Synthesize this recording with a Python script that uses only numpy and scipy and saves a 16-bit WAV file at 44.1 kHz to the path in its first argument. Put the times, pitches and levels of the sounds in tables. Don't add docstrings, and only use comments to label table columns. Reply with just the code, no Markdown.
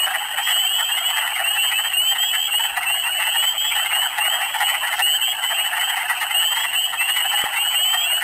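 import sys
import numpy as np
from scipy import signal
from scipy.fft import rfft, irfft, next_fast_len
from scipy.io import wavfile
from scipy.ndimage import uniform_filter1d, minimum_filter1d, map_coordinates

SR = 44100
rng = np.random.default_rng(int(sys.argv[2]) if len(sys.argv) > 2 else 0)


def generate_wav(sig):
    pcm = np.round(np.clip(np.atleast_2d(sig).T, -1, 1) * 32767).astype(np.int16)
    wavfile.write(sys.argv[1], SR, pcm)


N = 362943
HOLD_SAMPLES = 4
CAMERA_NYQUIST_HZ = SR / HOLD_SAMPLES / 2


def amp(db):
    return 10 ** (np.asarray(db) / 20)


def unit(x):
    return x / np.sqrt(np.mean(x ** 2) + 1e-20)


def along(points, hz):
    f, values = np.transpose(points)
    return np.interp(np.log(hz + 1), np.log(f), values)


def wobble(rate, size=N):
    knots = rng.standard_normal(int(size * rate / SR) + 4)
    return map_coordinates(knots, [np.arange(size) * rate / SR])


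def filtered(x, response):
    size = next_fast_len(N + SR // 2)
    return irfft(rfft(x, size) * response(np.fft.rfftfreq(size, 1 / SR)), size)[:N]


def add(track, start_s, sound):
    i = int(round(start_s * SR))
    a, b = max(i, 0), min(i + len(sound), N)
    if b > a:
        track[a:b] += sound[a - i:b - i]


def electronics(hiss_db=-51, whine_db=-62, whine_hz=4290):
    # f/Hz, relative level/dB
    spectrum = [(20, -44), (100, 9.5), (250, 7), (500, 10.5), (1500, -3), (3700, 9.5), (5400, 7)]
    hiss = filtered(rng.standard_normal(N), lambda hz: amp(along(spectrum, hz)) * (hz < CAMERA_NYQUIST_HZ))
    whine = np.sin(2 * np.pi * whine_hz * np.arange(N) / SR)
    return amp(hiss_db) * unit(hiss) + amp(whine_db) * unit(whine)


def night(drone_db=-65, drone_hz=57.6, rumble_db=-66, rumble_hz=105):
    drone = amp(2 * wobble(5.3)) * np.sin(2 * np.pi * np.cumsum(drone_hz + 3 * wobble(1.7)) / SR)
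    swell = amp(6.4 * wobble(2.13))
    rumble = swell * filtered(rng.standard_normal(N), lambda hz: 1 / (1 + (hz / rumble_hz) ** 4))
    return amp(drone_db) * unit(drone) + amp(rumble_db) * unit(rumble)


def woods(x):
    # f/Hz, t60/s
    decay_times = [(500, 0.67), (1500, 0.84), (3000, 0.92)]
    hz, t, noise = signal.stft(rng.standard_normal(SR // 2), SR, nperseg=256)
    tail = signal.istft(noise * amp(-60 * t / along(decay_times, hz)[:, None]), SR, nperseg=256)[1]
    return signal.fftconvolve(x, tail / np.linalg.norm(tail))[:N]


def splashes(spread_s=0.035, low_hz=3600, spiky_db=7):
    # t/s, level/dB
    stirs = [(.47, -41), (1.28, -52.5), (4.42, -48), (4.6, -45), (4.99, -41), (5.45, -52), (5.8, -47),
             (6.11, -46.5), (6.21, -47), (6.59, -45.5)]
    t = np.arange(N) / SR
    envelope = sum(amp(db) * np.exp(-.5 * ((t - s) / spread_s) ** 2) for s, db in stirs)
    drops = rng.standard_normal(N) * amp(spiky_db * wobble(900))
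    spray = filtered(drops, lambda hz: (hz < CAMERA_NYQUIST_HZ) / (1 + (low_hz / (hz + 1)) ** 4))
    return envelope * unit(spray)


def squeaks(length_s=0.038, fall_hz=400, flutter_db=3):
    # start t/s, start f/Hz, level/dB
    calls = [(2.745, 4150, -41), (3.845, 3900, -40), (4.9, 4150, -42), (7.095, 3640, -36),
             (7.55, 3850, -41)]
    out, progress = np.zeros(N), np.linspace(0, 1, int(length_s * SR))
    for s, start_hz, db in calls:
        hz = start_hz - fall_hz * progress + 80 * wobble(300, len(progress))
        envelope = amp(db + flutter_db * wobble(200, len(progress))) * np.sin(np.pi * progress)
        add(out, s, envelope * np.sin(2 * np.pi * np.cumsum(hz) / SR))
    return out


def knock(at_s=7.44, level_db=-19, ring_hz=600, click_hz=1250, click_db=5, t60_s=.012):
    out, t = np.zeros(N), np.arange(SR // 20) / SR
    ring = np.sin(2 * np.pi * ring_hz * t) + amp(click_db) * np.sin(2 * np.pi * click_hz * t)
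    add(out, at_s, amp(level_db - 60 * t / t60_s) * ring)
    return out


def water_and_reeds(size, share=0.79, decay_s=0.0033):
    t = np.arange(size) / SR
    scatter = rng.standard_normal(size) * np.exp(-t / decay_s)
    return 1 + share * rfft(scatter / np.linalg.norm(scatter))


def small_body(x, low_hz=645):
    return signal.sosfilt(signal.butter(14, low_hz, "high", fs=SR, output="sos"), x)


def cluck(modes, pulse_hz=185, spread_s=0.01, scatter_db=2, rasp=0.0225, size=4096):
    t = (np.arange(size) - size / 2) / SR
    gaps = (1 + .07 * rng.standard_normal(12)) / (pulse_hz * np.exp(.15 * rng.standard_normal()))
    times = np.cumsum(gaps) - np.sum(gaps) / 2
    indices = np.clip(times * SR + size / 2, 0, size - 1).astype(int)
    pulses = np.bincount(indices, amp(scatter_db * rng.standard_normal(len(times))), size)
    reflections = water_and_reeds(size)
    larynx = (pulses + rasp * rng.standard_normal(size)) * np.exp(-.5 * (t / spread_s) ** 2)
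    drive = reflections * rfft(larynx)
    out, f = np.zeros(size), np.fft.rfftfreq(size, 1 / SR)
    for hz, width, db in modes:
        resonance = 1j * f * width / (hz * hz - f * f + 1j * f * width)
        out += amp(db) * unit(irfft(drive * resonance ** 2))
    return out * np.sqrt(.028 * SR / size)


def climb(length_s, limit_hz=682.5, time_constant_s=.25):
    return limit_hz * (1 - np.exp(-length_s / time_constant_s))


def peep(length_s, start_hz, end_hz, bend=0.451, attack_s=.007, release_s=0.014, sac_hz=2680):
    t = np.arange(int(length_s * SR)) / SR
    progress = t / t[-1]
    rise = progress + bend * progress * (1 - progress)
    hz = start_hz + (end_hz - start_hz) * rise + 4 * wobble(106, len(t))
    phase = np.pi * np.cumsum(hz) / SR
    gate = np.minimum(t / attack_s, 1) * np.minimum((t[-1] - t) / release_s, 1)
    radiation = 1 / np.sqrt(1 + (sac_hz / hz) ** 40)
    fluttering_fade = amp(10.5 - 5 * progress + 2 * wobble(42.1, len(t)))
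    third = amp(-33 + 8 * progress) * np.sin(3 * phase)
    return gate * radiation * fluttering_fade * (np.sin(2 * phase) + third)


def far_wood_frogs(gain_db=-2.0, count=480):
    # t/s, relative level/dB
    effort = [(0.0, -28), (0.82, -31.5), (1.24, -27.5), (1.72, -32.5), (2.59, -34), (2.7, -29.5),
              (3.37, -30.5), (3.48, -31.5), (3.71, -35), (3.85, -28.5), (4.49, -27.5), (4.77, -28),
              (5.13, -32), (5.96, -25.5), (6.83, -35.5), (7.31, -30), (8.0, -30.5), (8.23, -29)]
    out = np.zeros(N)
    times = (np.arange(count) + rng.uniform(-1, 1, count)) * N / SR / count
    for s, (low, middle, high, nearness) in zip(times, rng.standard_normal((count, 4))):
        call = cluck([(795 * np.exp(0.12 * low), 120, 0),
                      (1360 * np.exp(0.15 * middle), 340, -2),
                      (1860 * np.exp(0.18 * high), 280, 2)])
        add(out, s - len(call) / SR / 2, amp(2 * nearness) * call)
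    effort_db = np.interp(np.arange(N) / SR, *np.transpose(effort))
    return amp(effort_db + gain_db) * unit(small_body(out))


def far_peepers(level_db, centre_hz, spread_hz, count):
    out = np.zeros(N)
    times = (np.arange(count) + rng.uniform(-1.2, 1.2, count)) * N / SR / count
    for s, (pitch, nearness, stamina) in zip(times, np.clip(rng.standard_normal((count, 3)), -2, 2)):
        hz, length_s = centre_hz + spread_hz * pitch, 0.16 + 0.02 * stamina
        call = peep(length_s, hz - climb(length_s) / 2, hz + climb(length_s) / 2)
        add(out, s - length_s / 2, amp(2 * nearness) * call)
    return amp(level_db) * unit(out)


def near_wood_frogs(low_hz=831, middle_hz=1383, high_hz=1821, rise_per_db=.007, thinning=0.77):
    # centre t/s, relative level/dB, brightness/dB (tilt from low to high resonance)
    calls = [(0.073, -25.5, 2), (0.11, -25.5, 0), (0.151, -21, 7), (0.315, -31, 5), (0.389, -23.5, 3),
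             (0.48, -21.5, 8.5), (0.519, -24, 5), (0.801, -23.5, 3.5), (0.903, -27.5, 3), (0.981, -26, 10),
             (1.104, -28, 2), (1.177, -21, 8), (1.22, -25.5, 3), (1.277, -25.5, 9), (1.367, -26, 15),
             (1.4, -24, 2), (1.463, -29.5, 11), (1.568, -26.1, 4), (1.641, -30, 4), (1.723, -24.5, 6),
             (1.792, -26, 6), (1.857, -27.5, 9), (1.924, -31.5, 11.5), (2.122, -27, 4), (2.163, -28, 7),
             (2.233, -26.8, 6), (2.348, -26, 13), (2.538, -29.5, 0), (2.602, -27.5, -3.5),
             (2.649, -27.5, 2.5), (2.776, -21, 3), (2.836, -26, 14), (2.893, -28.5, 0), (3.071, -26.6, 4),
             (3.202, -24, 3.5), (3.228, -25.5, 13), (3.274, -24.5, 4), (3.355, -24, 2.5), (3.437, -25.5, 5),
             (3.651, -29, 4), (3.722, -25, 8), (3.767, -24, 2.5), (3.792, -27, 9), (3.863, -25, 10),
             (3.92, -29, 13), (3.957, -25.7, 2), (4.03, -25, 2), (4.184, -21, 1), (4.258, -25, 8.5),
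             (4.341, -25, 2), (4.423, -27, 2), (4.553, -23.5, -1.5), (4.616, -17, -1.5), (4.698, -22.5, 9),
             (4.747, -23, 8), (4.844, -23.5, 4), (4.878, -24.5, 4.5), (4.934, -21, 6.5), (5.004, -18, 2),
             (5.075, -24.5, 6.5), (5.149, -30, 5), (5.44, -23.5, 4), (5.513, -25, 4), (5.593, -29.5, 4),
             (5.663, -28, 3), (5.735, -25, 4), (5.772, -23, 2), (5.818, -23.1, 12), (5.901, -24.5, 4),
             (5.977, -23.5, 8), (6.022, -26, 8), (6.105, -16, 6.5), (6.223, -22.5, 8), (6.313, -25.5, 5),
             (6.355, -30, -2), (6.428, -25.5, 6), (6.531, -26.5, 1.5), (6.57, -23.5, 5), (6.604, -26, 4),
             (6.647, -22, 6), (6.741, -27.5, 8), (6.938, -26, 3.5), (7.015, -22, 7.5), (7.096, -25, 9),
             (7.171, -24.5, 8.5), (7.202, -27, 7), (7.254, -28, -3.5), (7.333, -23, -1), (7.384, -27, 2),
             (7.415, -27, 7), (7.462, -24.5, -2), (7.54, -24.6, 5), (7.572, -24, 8), (7.74, -26.5, 6),
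             (7.943, -22, 4.5), (8.222, -24.5, 9)]
    out = np.zeros(N)
    for s, db, bright_db in calls:
        middle, edge = np.exp(.14 * rng.uniform(-1, 1, 2))
        low, high = np.exp(rise_per_db * bright_db + 0.041 * rng.standard_normal(2))
        low_db = db - 3.2 - thinning * bright_db
        high_db = db - 1.52 + (1 - thinning) * bright_db
        call = cluck([(low_hz * low, 140, low_db),
                      (middle_hz * middle, 520, db - 6),
                      (high_hz * high, 300, high_db),
                      (2450 * edge, 800, high_db - 9),
                      (2 * high_hz * high, 700, high_db - 26.5)])
        add(out, s - len(call) / SR / 2, call)
    return small_body(out)


def near_peepers(gain_db=-0.1, send_db=-17.5, send_slope=0.26):
    # start t/s, length/s, start f/Hz, relative level/dB
    calls = [(-0.04, 0.11, 2744, -24), (0.369, 0.16, 3006, -33.5), (0.483, 0.12, 2929, -28),
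             (0.524, .187, 2820, -24), (0.662, 0.28, 2755, -27.5), (0.726, 0.13, 3057, -30.5),
             (0.912, 0.087, 2760, -25), (0.98, .134, 3094, -36), (1.021, .19, 2847, -28.5),
             (1.129, 0.13, 2510, -31.5), (1.439, 0.14, 2695, -26), (1.569, 0.1534, 2656, -26),
             (1.581, 0.124, 2893, -29), (1.72, 0.0735, 2511, -24.5), (1.774, 0.12, 2920, -27.5),
             (1.931, 0.062, 2731, -25), (1.97, 0.17, 2830, -22), (2.181, .13, 3060, -26),
             (2.3, 0.19, 2924, -29.5), (2.347, 0.129, 2927, -30.5), (2.513, 0.17, 2750, -25.5),
             (2.86, 0.17, 2636, -24.5), (3.033, 0.16, 2686, -26.5), (3.179, .15, 2684, -31.5),
             (3.198, 0.167, 2528, -30), (3.357, .186, 2813, -23.5), (3.574, 0.136, 3082, -28),
             (3.595, 0.1863, 2893, -31), (3.745, 0.1174, 2890, -27.5), (3.92, 0.16, 2747, -26.5),
             (4.203, 0.116, 2736, -25.5), (4.29, .085, 3047, -29), (4.409, 0.076, 2640, -30.5),
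             (4.623, 0.122, 2807, -28.5), (5.003, 0.161, 2625, -26), (5.018, 0.16, 2803, -19),
             (5.205, 0.13, 2914, -28.5), (5.211, .13, 3050, -29.5), (5.219, .261, 2685, -35.5),
             (5.433, 0.142, 2920, -31.5), (5.541, .152, 2712, -26.5), (5.79, 0.13, 2944, -30),
             (6.288, .073, 2510, -30), (6.343, 0.2, 2785, -23), (6.399, 0.091, 2726, -27.5),
             (6.543, .111, 3090, -29), (6.662, 0.051, 2696, -30), (6.727, 0.15, 2858, -28),
             (6.749, 0.15, 2695, -27), (6.977, 0.2214, 2588, -27), (7.199, 0.13, 2804, -29.5),
             (7.343, 0.12, 2848, -27.5), (7.559, .2, 2683, -26), (7.737, 0.12, 2983, -30.5),
             (7.75, 0.23, 2773, -24.5), (7.97, 0.0958, 3110, -26.5), (8.034, 0.18, 2651, -25)]
    direct, sent = np.zeros(N), np.zeros(N)
    for s, length_s, start_hz, db in calls:
        call = peep(length_s, start_hz, start_hz + climb(length_s))
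        add(direct, s, amp(db + gain_db) * call)
        add(sent, s, amp(send_slope * db) * call)
    return direct, amp(send_db) * np.std(direct) * unit(sent)


def scene(cluck_wet_db=-12, far_peep_wet_db=-2, far_cluck_wet_db=-8):
    peeps, peeps_sent = near_peepers()
    crowd = far_peepers(level_db=-30, centre_hz=2856, spread_hz=150, count=290)
    shrill = far_peepers(level_db=-38.5, centre_hz=3074.2, spread_hz=70, count=26)
    clucks, far_peeps, far_clucks = near_wood_frogs(), crowd + shrill, far_wood_frogs()
    near_sent = peeps_sent + amp(cluck_wet_db) * clucks
    far_sent = amp(far_peep_wet_db) * far_peeps + amp(far_cluck_wet_db) * far_clucks
    chorus = peeps + clucks + far_peeps + far_clucks + woods(near_sent + far_sent)
    return (chorus + squeaks() + splashes() + knock() + night())[None]


def limiter(x, ceiling=0.1729, sense_s=0.0019, hold_s=0.0047):
    sense, hold = int(sense_s * SR), int(hold_s * SR)
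    rms = np.sqrt(np.abs(uniform_filter1d(x ** 2, sense)))
    gain = np.minimum(1, ceiling / (rms + 1e-9))
    held_gain = minimum_filter1d(gain, hold, origin=(hold - 1) // 2)
    return x * uniform_filter1d(held_gain, sense)


def soft_clip(x, ceiling=.44):
    return x / (1 + np.abs(x / ceiling) ** 10) ** (1 / 10)


def record(dry, top_hz=15720):
    preamp = soft_clip(limiter(dry[0])) + electronics()
    narrow = filtered(preamp, lambda hz: hz < CAMERA_NYQUIST_HZ)
    held = np.repeat(narrow[::HOLD_SAMPLES], HOLD_SAMPLES)[:N]
    return filtered(held, lambda hz: hz < top_hz)[None]


dry = scene()
out = record(dry)
generate_wav(out)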